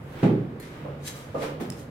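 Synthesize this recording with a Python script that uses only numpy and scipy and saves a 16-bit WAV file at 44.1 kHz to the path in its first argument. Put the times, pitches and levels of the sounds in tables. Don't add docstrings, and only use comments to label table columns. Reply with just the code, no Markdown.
import sys
import numpy as np
from scipy import signal
from scipy.fft import rfft, irfft
from scipy.io import wavfile

SR = 44100
rng = np.random.default_rng(int(sys.argv[2]) if len(sys.argv) > 2 else 0)


def waveform_to_disk(signal):
    frames = np.transpose(np.atleast_2d(signal))
    scaled = np.clip(frames, -1, 1) * 32767
    samples = np.round(scaled).astype(np.int16)
    wavfile.write(sys.argv[1], SR, samples)


N = 83790
T = np.arange(N) / SR
HZ = np.fft.rfftfreq(N, 1 / SR)

# frequency_hz, correlation
COHERENCE = [(30, 0.97), (160, 0.97), (300, 0.99), (500, 0.69), (900, 0.011), (2000, 0), (4000, 0),
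             (16000, 0.021)]


def amp(db):
    return 10 ** (np.asarray(db) / 20)


def unit_rms(x):
    return x / np.sqrt(np.mean(x ** 2) + 1e-20)


def curve_at(points, hz):
    frequency_hz, value = np.transpose(points)
    return np.interp(np.log(hz + 1), np.log(frequency_hz + 1), value)


def pan(db):
    return amp(np.array([[db], [-db]]) / 2)


def delayed(x, start_s):
    return np.pad(x, ((0, 0), (max(round(start_s * SR), 0), 0)))[:, :N]


def paired(x):
    left, unrelated = rfft(x)
    alike = np.clip(curve_at(COHERENCE, HZ), -1, 1)
    right = alike * left + np.sqrt(1 - alike ** 2) * unrelated
    return irfft(np.array([left, right]), N)


def coloured(x, spectrum, tilt_db_per_octave=0):
    gain = amp(curve_at(spectrum, HZ) + tilt_db_per_octave * np.log2(HZ + 20))
    return unit_rms(irfft(rfft(x) * gain, N))


def noise():
    return paired(rng.standard_normal((2, N)))


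def absorbed(x):
    # frequency_hz, t60_s
    decay_times = [(80, 0.43), (250, 1), (500, 0.71), (1000, 0.47), (3000, 0.45), (8000, 0.26), (16000, .3)]
    hz, t, bands = signal.stft(x, SR, nperseg=512)
    decay = amp(-60 * t / curve_at(decay_times, hz)[:, None])
    return signal.istft(bands * decay, SR, nperseg=512)[1][:, :N]


def ring(modes, tilt_db_per_octave=0):
    hz, level_db, t60_s = np.transpose(modes)[:, :, None]
    size = amp(level_db + tilt_db_per_octave * np.log2(hz))
    offset = np.arccos(np.clip(curve_at(COHERENCE, hz), -1, 1)) * rng.choice([-.5, .5], hz.shape)
    phase = 2 * np.pi * (hz * T + rng.random(hz.shape))
    envelope = size * np.exp(-np.log(1000) * T / t60_s) * np.sqrt(2) / np.linalg.norm(size)
    return np.array([(envelope * np.sin(phase + side * offset)).sum(0) for side in (1, -1)])


def stroke(peak_s, rise_s, fall_s):
    return np.exp(-np.maximum((peak_s - T) / rise_s, (T - peak_s) / fall_s))


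def grains(rate_per_s=9000, spread_db=3.5):
    size = amp(spread_db * np.minimum(rng.exponential(1, (2, N)), 4))
    polarity = rng.choice([-1, 1], (2, N))
    collides = rng.random((2, N)) < rate_per_s / SR
    return paired(size * polarity * collides)


def background(rumble_db=-42, hum_hz=144.8, waver_hz=3):
    # frequency_hz, level_db
    rumble_spectrum = [(15, -26), (28, -13), (36, -26), (55, -8), (75, -6.5), (125, 0), (195, -7.5),
                       (260, -7), (360, -11.5), (495, -10.5), (700, -18), (1200, -20.5), (2100, -27),
                       (4000, -41), (6500, -49.5), (15500, -52.5)]
    # time_s, level_db
    hum_levels = [(0, -46), (.7, -66), (.85, -39.5), (1.1, -44.5), (1.3, -50.5), (1.45, -41), (1.9, -49.5)]
    waver = coloured(rng.standard_normal(N), [(1, 0), (10, 0), (40, -60), (200, -120)])
    hum = np.sqrt(2) * np.sin(2 * np.pi * np.cumsum(hum_hz + waver_hz * waver) / SR)
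    hum_gain = amp(np.interp(T, *np.transpose(hum_levels)))
    return amp(rumble_db) * coloured(noise(), rumble_spectrum) + hum_gain * hum


def scrapes(bandwidth_hz=29):
    # peak_s, rise_s, fall_s, level_db, tilt_db_per_octave, ring_db, pan_db
    slides = [(.14, 0.12, 0.069, -64, 7, -17, 4.5), (0.234, 0.015, 0.032, -47.5, -1.5, -26, 2),
              (0.627, 0.011, 0.094, -50, -2, -30, 1.5), (1.08, 0.018, 0.013, -34.5, 2.5, -5, 1.5),
              (1.167, 0.026, 0.066, -48.5, 2, -12, 0.5), (1.436, 0.041, 0.037, -41.5, -1.5, -33, 2),
              (1.611, 0.0034, 0.035, -46, 0, -32, 2), (1.735, 0.019, 0.03, -54.5, -1.5, -22, 6),
              (1.797, 0.032, 0.028, -51, 3, -11, -0.5)]
    # frequency_hz, level_db
    spectrum = [(200, -25), (900, -0.5), (1700, 6), (4200, 2.5), (8000, -1.5), (11000, -4), (13000, -6),
                (16000, -20)]
    # pitch_hz, level_db
    modes = [(1740, -5), (3240, -7), (3903, -1), (4350, -7), (5870, -8), (6440, 0), (7430, 1), (8125, -3),
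             (8720, -6), (10400, -9), (11200, -9)]
    resonance = sum(amp(db) / (1 + 2j * (HZ - hz) / bandwidth_hz) for hz, db in modes)
    sound = 0
    for peak_s, rise_s, fall_s, level_db, tilt, ring_db, pan_db in slides:
        hiss = coloured(grains(), spectrum, tilt)
        ringing = amp(ring_db) * unit_rms(irfft(rfft(hiss) * resonance, N))
        sound += amp(level_db) * pan(pan_db) * (hiss + ringing) * stroke(peak_s, rise_s, fall_s)
    return sound


def crunches():
    # peak_s, rise_s, fall_s, level_db
    pushes = [(0.192, 0.08, 0.14, -42), (.77, 0.12, 0.18, -48.5), (1.2, 0.3, 0.3, -52),
              (1.424, 0.0083, 0.057, -34.5), (1.602, .003, 0.015, -41), (1.65, .03, 0.037, -47),
              (1.79, .06, 0.034, -73)]
    # frequency_hz, level_db
    spectrum = [(100, 0.5), (500, 2.5), (1200, -1.5), (2300, -5), (3500, -10.5), (5000, -20), (9000, -28),
                (16000, -26)]
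    return sum(amp(level_db) * coloured(grains(), spectrum) * stroke(peak_s, rise_s, fall_s)
               for peak_s, rise_s, fall_s, level_db in pushes)


def thuds():
    # start_s, rise_s, level_db, tilt_db_per_octave, ring_db
    landings = [(.228, 0.0049, -20, -0.62, 5), (.295, 0.013, -29, -3, 6.5), (.79, 0.015, -43, -5, -3),
                (1.602, 0.004, -32.5, -0.5, 2)]
    # frequency_hz, level_db
    spectrum = [(15, -50), (35, -56), (70, -62), (110, -3.5), (160, -6), (220, -1.5), (410, -4), (530, -9),
                (800, -11), (1000, -18), (2000, -22.5), (4000, -33), (8000, -56)]
    # pitch_hz, level_db, t60_s
    modes = [(119, -6.5, 0.87), (147, -8.5, 0.86), (161.4, -1, 0.42), (189.4, -1.5, 0.52), (246, -3, 0.84),
             (271, -7, 0.7), (325.4, -3.5, 0.56), (377.7, -6, 0.47), (404.2, -2.5, 0.44),
             (464, -13.5, 0.45), (540.7, -11, 0.3), (695, -26, 0.19), (765.4, -17, 0.089), (832, -11, 0.33)]
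    sound = 0
    for start_s, rise_s, level_db, tilt, ring_db in landings:
        impact = absorbed(coloured(noise(), spectrum, tilt))
        boom = amp(ring_db) * ring(modes, tilt)
        sound += delayed(amp(level_db) * np.minimum(T / rise_s, 1) * (impact + boom), start_s)
    return sound


def clinks(ring_db=-8.5):
    # start_s, level_db, fall_s
    contacts = [(.599, -42, 0.011), (.626, -51.5, 0.007)]
    # frequency_hz, level_db
    spectrum = [(900, -27), (1600, 0), (2000, 8.5), (2700, -17), (3400, -20), (4200, -2.5), (5500, -16.5),
                (7000, -8.5), (8700, -12), (10000, -8), (11200, -4), (13000, -5), (14500, -7), (16000, -14)]
    # pitch_hz, level_db, t60_s
    modes = [(1790, -3, 0.37), (2066, -1, 0.33), (3390, -8, .15), (4160, -1, .2), (6850, -9, 0.17),
             (8710, -4, .2), (11100, -1, .15), (13200, -5, .07)]
    sound = 0
    for start_s, level_db, fall_s in contacts:
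        chink = coloured(grains(), spectrum) * np.exp(-T / fall_s)
        sound += delayed(amp(level_db) * (chink + amp(ring_db) * ring(modes)), start_s)
    return sound


def knocks(rise_s=0.0087):
    # start_s, level_db, tilt_db_per_octave, ring_db
    strikes = [(.845, -36, -2.5, -3.5), (1.145, -50.5, 10, 2.5), (1.343, -29.5, -1, 2.5),
               (1.419, -33, 0, -2), (1.598, -41.5, 5.5, -3.5)]
    # frequency_hz, level_db
    spectrum = [(60, -33), (200, -11), (320, -14.5), (560, -2.5), (750, -13.5), (1100, -11.5), (1500, -23),
                (2200, -29), (6000, -49)]
    # pitch_hz, level_db, t60_s
    modes = [(296, -7, .9), (438, -6, .9), (486, -2, .7), (552, 0, .55), (589, 0, .38), (643, -5, .38),
             (835, -12, .35), (960, -10, .25), (1030, -12, .35), (1213, -6, .75)]
    sound = 0
    for start_s, level_db, tilt, ring_db in strikes:
        impact = absorbed(coloured(noise(), spectrum, tilt))
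        ringing = amp(ring_db) * ring(modes, tilt)
        sound += delayed(amp(level_db) * np.minimum(T / rise_s, 1) * (impact + ringing), start_s)
    return sound


def ticks(ping_hz=5220, ping_fall_s=0.0022, ping_db=-5):
    # start_s, level_db, tilt_db_per_octave, fall_s, pan_db
    hits = [(1.7018, -29.5, 1.5, 0.0016, -5), (1.721, -43, -4.5, 0.0046, -10)]
    # frequency_hz, level_db
    spectrum = [(500, -41), (2400, -5), (4200, -17), (5200, 2.5), (6200, -13), (7200, -4), (9400, -6),
                (11500, -20), (14500, -15), (17000, -39)]
    ping = amp(ping_db) * np.sin(2 * np.pi * ping_hz * T) * np.exp(-T / ping_fall_s)
    sound = 0
    for start_s, level_db, tilt, fall_s, pan_db in hits:
        snap = coloured(noise(), spectrum, tilt) * np.exp(-T / fall_s)
        sound += delayed(amp(level_db) * pan(pan_db) * (snap + ping), start_s)
    return sound


def reverberation(x, gap_s=0.004, rise_s=0.004):
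    tail = absorbed(noise()) * np.clip((T - gap_s) / rise_s, 0, 1)
    return signal.fftconvolve(x, tail / np.linalg.norm(tail[0]), axes=1)[:, :N]


def scene(sand_room_db=-4, grit_room_db=-8.5):
    blows = thuds() + knocks()
    sand = scrapes() + crunches() + clinks()
    grit = ticks()
    reflections = reverberation(amp(sand_room_db) * sand + amp(grit_room_db) * grit)
    return blows + sand + grit + reflections + background()


def record(dry, cutoff_hz=15950):
    # frequency_hz, difference_db
    balance = [(50, -0.7), (150, -1), (500, -3.5), (1200, -2), (2400, 0.5), (16000, 0.5)]
    left_db = curve_at(balance, HZ) / 2
    heard = irfft(rfft(dry) * amp([left_db, -left_db]), N)
    low_pass = signal.firwin(511, cutoff_hz, window=("kaiser", 9), fs=SR)
    return signal.oaconvolve(heard, low_pass[None], "same")


dry = scene()
out = record(dry)
waveform_to_disk(out)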